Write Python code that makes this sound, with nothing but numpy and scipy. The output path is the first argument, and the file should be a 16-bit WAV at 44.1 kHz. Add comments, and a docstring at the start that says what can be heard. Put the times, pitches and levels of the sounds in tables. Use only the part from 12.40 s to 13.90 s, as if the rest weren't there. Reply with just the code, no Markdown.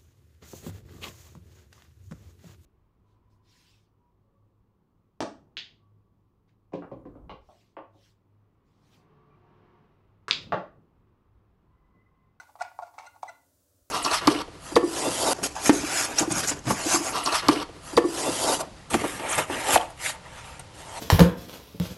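"""Stirring powder with steel tongs

Steel tongs stir wet powder in the well of a ceramic tile, close by in a classroom. Their tips tap the well
(decaying modes), scrape across it (grainy friction noise) and catch in short stick-slip squeaks (harmonic tones).
Taps and scrapes ring the tile, and the room answers with near reflections and a tail.
The stirring stops, a hand leaves the table with a soft low bump, and the room's noise and hum remain."""
import sys
import numpy as np
from scipy import signal
from scipy.fft import rfft, irfft, next_fast_len
from scipy.io import wavfile
from scipy.ndimage import map_coordinates

SR = 44100
rng = np.random.default_rng(int(sys.argv[2]) if len(sys.argv) > 2 else 0)


def pcm_store(signal):
    """Save signal as 16-bit PCM."""
    levels = np.round(np.clip(np.atleast_2d(signal), -1, 1) * 32767)
    wavfile.write(sys.argv[1], SR, levels.astype(np.int16).T)


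N = 66150

# Relative spectrum of steel grating on glaze. Each row: frequency in Hz, level in dB.
GRIT_SPECTRUM = [(300, -47.5), (1000, -13.5), (1700, 4), (2250, 4), (2600, 0), (3050, -10), (3600, -1.5),
                 (4300, -1), (6200, -0.5), (7400, -6), (8400, -1.5), (9300, -19.5), (11000, -11.5),
                 (13000, -42), (16000, -37)]


def taps():
    """Impact excitation: each tap knocks and flexes the tile and gives a short bright tick."""
    # Taps of the tips on the well. Each row: start in seconds, knock level in dB, bright tick level in dB.
    tap_list = [(.0905, -49, -73.5), (.0965, -48.5, -67), (0.154, -39.5, -61.5), (.1600, -42, -59),
                (.2485, -43, -52), (.3150, -43.5, -81), (.3890, -24.5, -55), (.3970, -35, -57.5),
                (.4235, -36.5, -67), (.5810, -32.5, -52), (.5868, -41, -47), (.5968, -34.5, -66.5),
                (.6360, -45.5, -74), (.6545, -45.5, -62.5), (.7630, -45.5, -75), (.8305, -22.5, -52.5)]
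    flex_hz, flex_db, flex_t60_s = 428, -27.5, 0.06  # flexing of the whole tile, level against the knock
    tick_t60_s = 0.018
    out = np.zeros(N + SR)
    for start_s, knock_db, tick_db in tap_list:
        ring = tile_ring()
        t = np.arange(len(ring)) / SR
        flex_envelope = amp(flex_db - 60 * t / flex_t60_s) * (1 - np.exp(-t * flex_hz))
        flex = flex_envelope * np.sin(2 * np.pi * flex_hz * t)
        tick = noise(GRIT_SPECTRUM)[:len(t)] * amp(-60 * t / tick_t60_s)
        first = round(start_s * SR)
        out[first:first + len(t)] += amp(knock_db) * (ring + flex) + amp(tick_db) * tick
    return out[:N]


def scrapes():
    """Friction noise: uneven grains hiss at the tips and shake the tile into resonance."""
    # Scrapes through the powder. Each row: time of the peak, rise and fall in seconds,
    # tile level in dB, grit level in dB.
    scrape_list = [(.004, 0.0065, 0.039, -56, -63), (0.095, 0.023, 0.015, -61, -71),
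                   (0.215, 0.018, 0.0095, -38.5, -52), (0.222, 0.0068, 0.0073, -40, -46.5),
                   (.255, 0.018, 0.0235, -54.5, -68), (0.43, 0.01045, 0.0078, -50.5, -60),
                   (.478, 0.06, 0.017, -56, -68), (0.544, 0.0083, 0.018, -57.5, -70.5),
                   (0.59, 0.0046, 0.018, -53, -55), (0.623, 0.045, 0.027, -53.5, -68),
                   (0.671, 0.0264, 0.0057, -53.5, -60.5), (0.765, 0.019, 0.0076, -52, -73.5),
                   (0.832, .005, .006, -57, -52.5), (0.855, 0.0068, 0.036, -50.5, -67),
                   (0.893, 0.0062, 0.0086, -51.5, -56)]
    grains_per_s, grain_db = 900, 3  # speed and depth of the unevenness
    grains = unit(amp(grain_db * wobble(grains_per_s)))
    shaking = grains * rng.standard_normal(N)
    body = unit(signal.fftconvolve(shaking, tile_ring())[:N])
    grit = grains * noise(GRIT_SPECTRUM)
    out = np.zeros(N)
    for peak_s, rise_s, fall_s, tile_db, grit_db in scrape_list:
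        out += swell(peak_s, rise_s, fall_s) * (amp(tile_db) * body + amp(grit_db) * grit)
    return out


def squeaks():
    """Stick-slip oscillation: a tip catches at one of the tongs' resonances, an unsteady tone with overtones."""
    # Each row: time of the peak, rise and fall in seconds, mean pitch in Hz, rms level of the
    # fundamental at the peak in dB, then the second and the third partial in dB against the fundamental.
    squeak_list = [(.002, 0.018, 0.0071, 1450, -42, -33, -27), (.002, 0.012, 0.0079, 2010, -53, -11, -5.5),
                   (.214, 0.011, 0.0029, 875, -36, -38, -30.5),
                   (0.2185, 0.0078, 0.0043, 722, -24.5, -17, -37.5),
                   (0.216, 0.0075, 0.002, 1435, -34.5, -29, -35.5),
                   (0.212, 0.012, 0.022, 1968, -52.5, -26, -22), (.255, 0.01, 0.011, 735, -43, -8, -34.5),
                   (0.436, 0.012, 0.0042, 708, -35.5, -10.5, -50),
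                   (0.588, 0.0025, 0.0028, 2252, -45, -15, -33),
                   (.588, 0.0053, 0.0035, 1298, -44.5, -15, -17.5),
                   (0.664, 0.018, 0.011, 1375, -62.5, -2, -32.5),
                   (.670, 0.0049, 0.0047, 2056, -52.5, -5.5, -6),
                   (.678, 0.00618, 0.00834, 1437, -48, -28.5, -26.5),
                   (0.884, 0.0046, 0.013, 2001, -45, -16, -13.5),
                   (0.895, 0.0084, 0.0075, 1446, -48, -45, -30),
                   (.901, .008, 0.0063, 690.5, -43.5, -7, -21)]
    pitch_scatter, wander_per_s = 0.016, 480  # fraction of the pitch, random knots a second
    fourth_drop_db = 3.5  # the fourth partial lies this far below the third
    out = np.zeros(N)
    for peak_s, rise_s, fall_s, hz, db, second_db, third_db in squeak_list:
        pitch = hz * (1 + pitch_scatter * wobble(wander_per_s))
        phase = 2 * np.pi * np.cumsum(pitch) / SR
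        partials_db = [0, second_db, third_db, third_db - fourth_drop_db]
        tone = sum(amp(level) * np.sin(k * phase) for k, level in enumerate(partials_db, start=1))
        out += np.sqrt(2) * amp(db) * swell(peak_s, rise_s, fall_s) * tone
    return out


def tile_ring():
    """Modal synthesis: the tile's answer to one contact, a sum of decaying modes scaled to peak 1."""
    # Modes before radiation and damping. Each row: frequency in Hz, mean level in dB, t60 in seconds.
    modes = [(623.2, -8.5, 0.053), (754.4, -1, 0.045), (856.7, 7, 0.019), (926, -3.5, 0.021),
             (1062, -5.5, 0.027), (1243, -15, .025), (1450, -31, 0.046), (2097, -33.5, .04),
             (2213, -25.5, .03)]
    spot_db = 2.5  # scatter of the mode levels from one spot to another
    contact_s = 0.00077  # rise of a knock
    low_hz, high_hz = 631, 1780
    t = np.arange(SR // 5) / SR
    ring = np.zeros(len(t))
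    for hz, db, t60 in modes:
        level_db = db + spot_db * rng.standard_normal()
        ring += amp(level_db - 60 * t / t60) * np.sin(2 * np.pi * hz * t)
    ring *= 1 - np.exp(-(t / contact_s) ** 2)
    ring = cut(ring, low_hz, "high", order=5)  # the small tile radiates little bass
    ring = cut(ring, high_hz, "low", order=2)  # the wet paste dulls its top
    return ring / np.abs(ring).max()


def room(x, count=10):
    """Reverberation: convolution with a few near reflections and a tail of decaying coloured noise."""
    # Decay of the tail. Each row: frequency in Hz, t60 in seconds.
    tail_t60 = [(200, .5), (700, 0.44), (2000, 0.32), (5000, .36), (12000, .22)]
    # Relative spectrum of the tail. Each row: frequency in Hz, level in dB.
    tail_colour = [(200, 6.5), (750, -8.5), (1000, -1), (1450, -1), (2000, 2), (3000, 7.5), (5000, -3),
                   (12000, -6.5)]
    tail_db, tail_rise_s = -10.5, 0.0045
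    near_db, near_s = -21, 0.028  # reflections: level and latest delay
    hz, t, z = signal.stft(rng.standard_normal(SR * 3 // 4), SR, nperseg=256)
    decay_db = along(tail_colour, hz)[:, None] - 60 * t / along(tail_t60, hz)[:, None]
    tail = signal.istft(z * amp(decay_db), SR, nperseg=256)[1]
    tail = tail * (1 - np.exp(-np.arange(len(tail)) / SR / tail_rise_s))
    delays = (SR * near_s * rng.uniform(0.11, 1, count)).astype(int)
    near = np.bincount(delays, rng.standard_normal(count), len(tail))
    answer = amp(tail_db) * tail / np.linalg.norm(tail) + amp(near_db) * near / np.linalg.norm(near)
    return signal.fftconvolve(x, answer)[:N]


def bump():
    """Pulsed low tone: the hand leaves the table with one soft thud, a sine under a bell-shaped envelope."""
    peak_s, hz, db, width_s = 1.424, 70, -61, 0.009
    return amp(db) * swell(peak_s, width_s, width_s) * np.sin(2 * np.pi * hz * (peak_s - clock()))


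def background(waver=0.62):
    """Stationary noise and amplitude modulation: coloured room noise under slightly unsteady hum tones."""
    # Relative spectrum of the room noise. Each row: frequency in Hz, level in dB.
    air_spectrum = [(15, -41.5), (30, -17), (60, -2), (95, -1), (125, -7.5), (230, -12), (280, -2),
                    (320, -8), (480, -15), (575, -4.5), (650, -12), (800, -21), (1400, -19.5), (2200, -29),
                    (3200, -25), (7000, -17), (15500, -19)]
    # Hum tones. Each row: frequency in Hz, rms level before the wavering in dB.
    hum_tones = [(81, -82), (100, -77.5), (264, -90.5), (292, -91.5), (490, -88), (578, -83)]
    air_db = -69.5  # rms
    hum = np.zeros(N)
    for hz, db in hum_tones:
        level = amp(db) * np.sqrt(2) * (1 + waver * wobble(11))
        hum += level * np.sin(2 * np.pi * (hz * clock() + rng.random()))
    return amp(air_db) * noise(air_spectrum) + hum


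def amp(db):
    """Logarithmic level: decibels to gain."""
    return 10 ** (np.asarray(db) / 20)


def unit(x):
    """Mean power: scale to rms 1."""
    return x / np.sqrt(np.mean(x ** 2) + 1e-20)


def clock():
    """Uniform sampling: time of every sample in seconds."""
    return np.arange(N) / SR


def along(points, hz):
    """Linear interpolation of (Hz, value) points on a logarithmic frequency axis."""
    f, v = np.transpose(points)
    return np.interp(np.log(hz + 1), np.log(f + 1), v)


def wobble(rate):
    """Spline interpolation: a smooth random curve with rate knots a second."""
    return map_coordinates(rng.standard_normal(N // 8), [clock() * rate], mode="wrap")


def filtered(x, response):
    """Linear filtering: the spectrum of x times a response of frequency, zero-padded."""
    m = next_fast_len(N + SR // 2)
    return irfft(rfft(x, m) * response(np.fft.rfftfreq(m, 1 / SR)), m)[:N]


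def noise(spectrum):
    """Spectral shaping: coloured noise of rms 1."""
    return unit(filtered(rng.standard_normal(N), lambda hz: amp(along(spectrum, hz))))


def swell(peak_s, rise_s, fall_s):
    """Gaussian envelope: a rounded rise and fall with its own width on each side of the peak."""
    t = clock() - peak_s
    return np.exp(-(t / np.where(t < 0, rise_s, fall_s)) ** 2)


def cut(x, hz, kind, order):
    """Butterworth filtering: a causal high-pass or low-pass."""
    return signal.sosfilt(signal.butter(order, hz, kind, fs=SR, output="sos"), x)


def scene():
    """Superposition: direct stirring, its reverberation, the background and the bump, in one channel."""
    stirring = taps() + scrapes() + squeaks()
    return (stirring + room(stirring) + background() + bump())[None]


def record(dry):
    """Band limitation: the microphone keeps nothing from its upper limit on."""
    top_hz = 15800
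    return np.array([filtered(channel, lambda hz: hz < top_hz) for channel in dry])


dry = scene()
out = record(dry)
pcm_store(out)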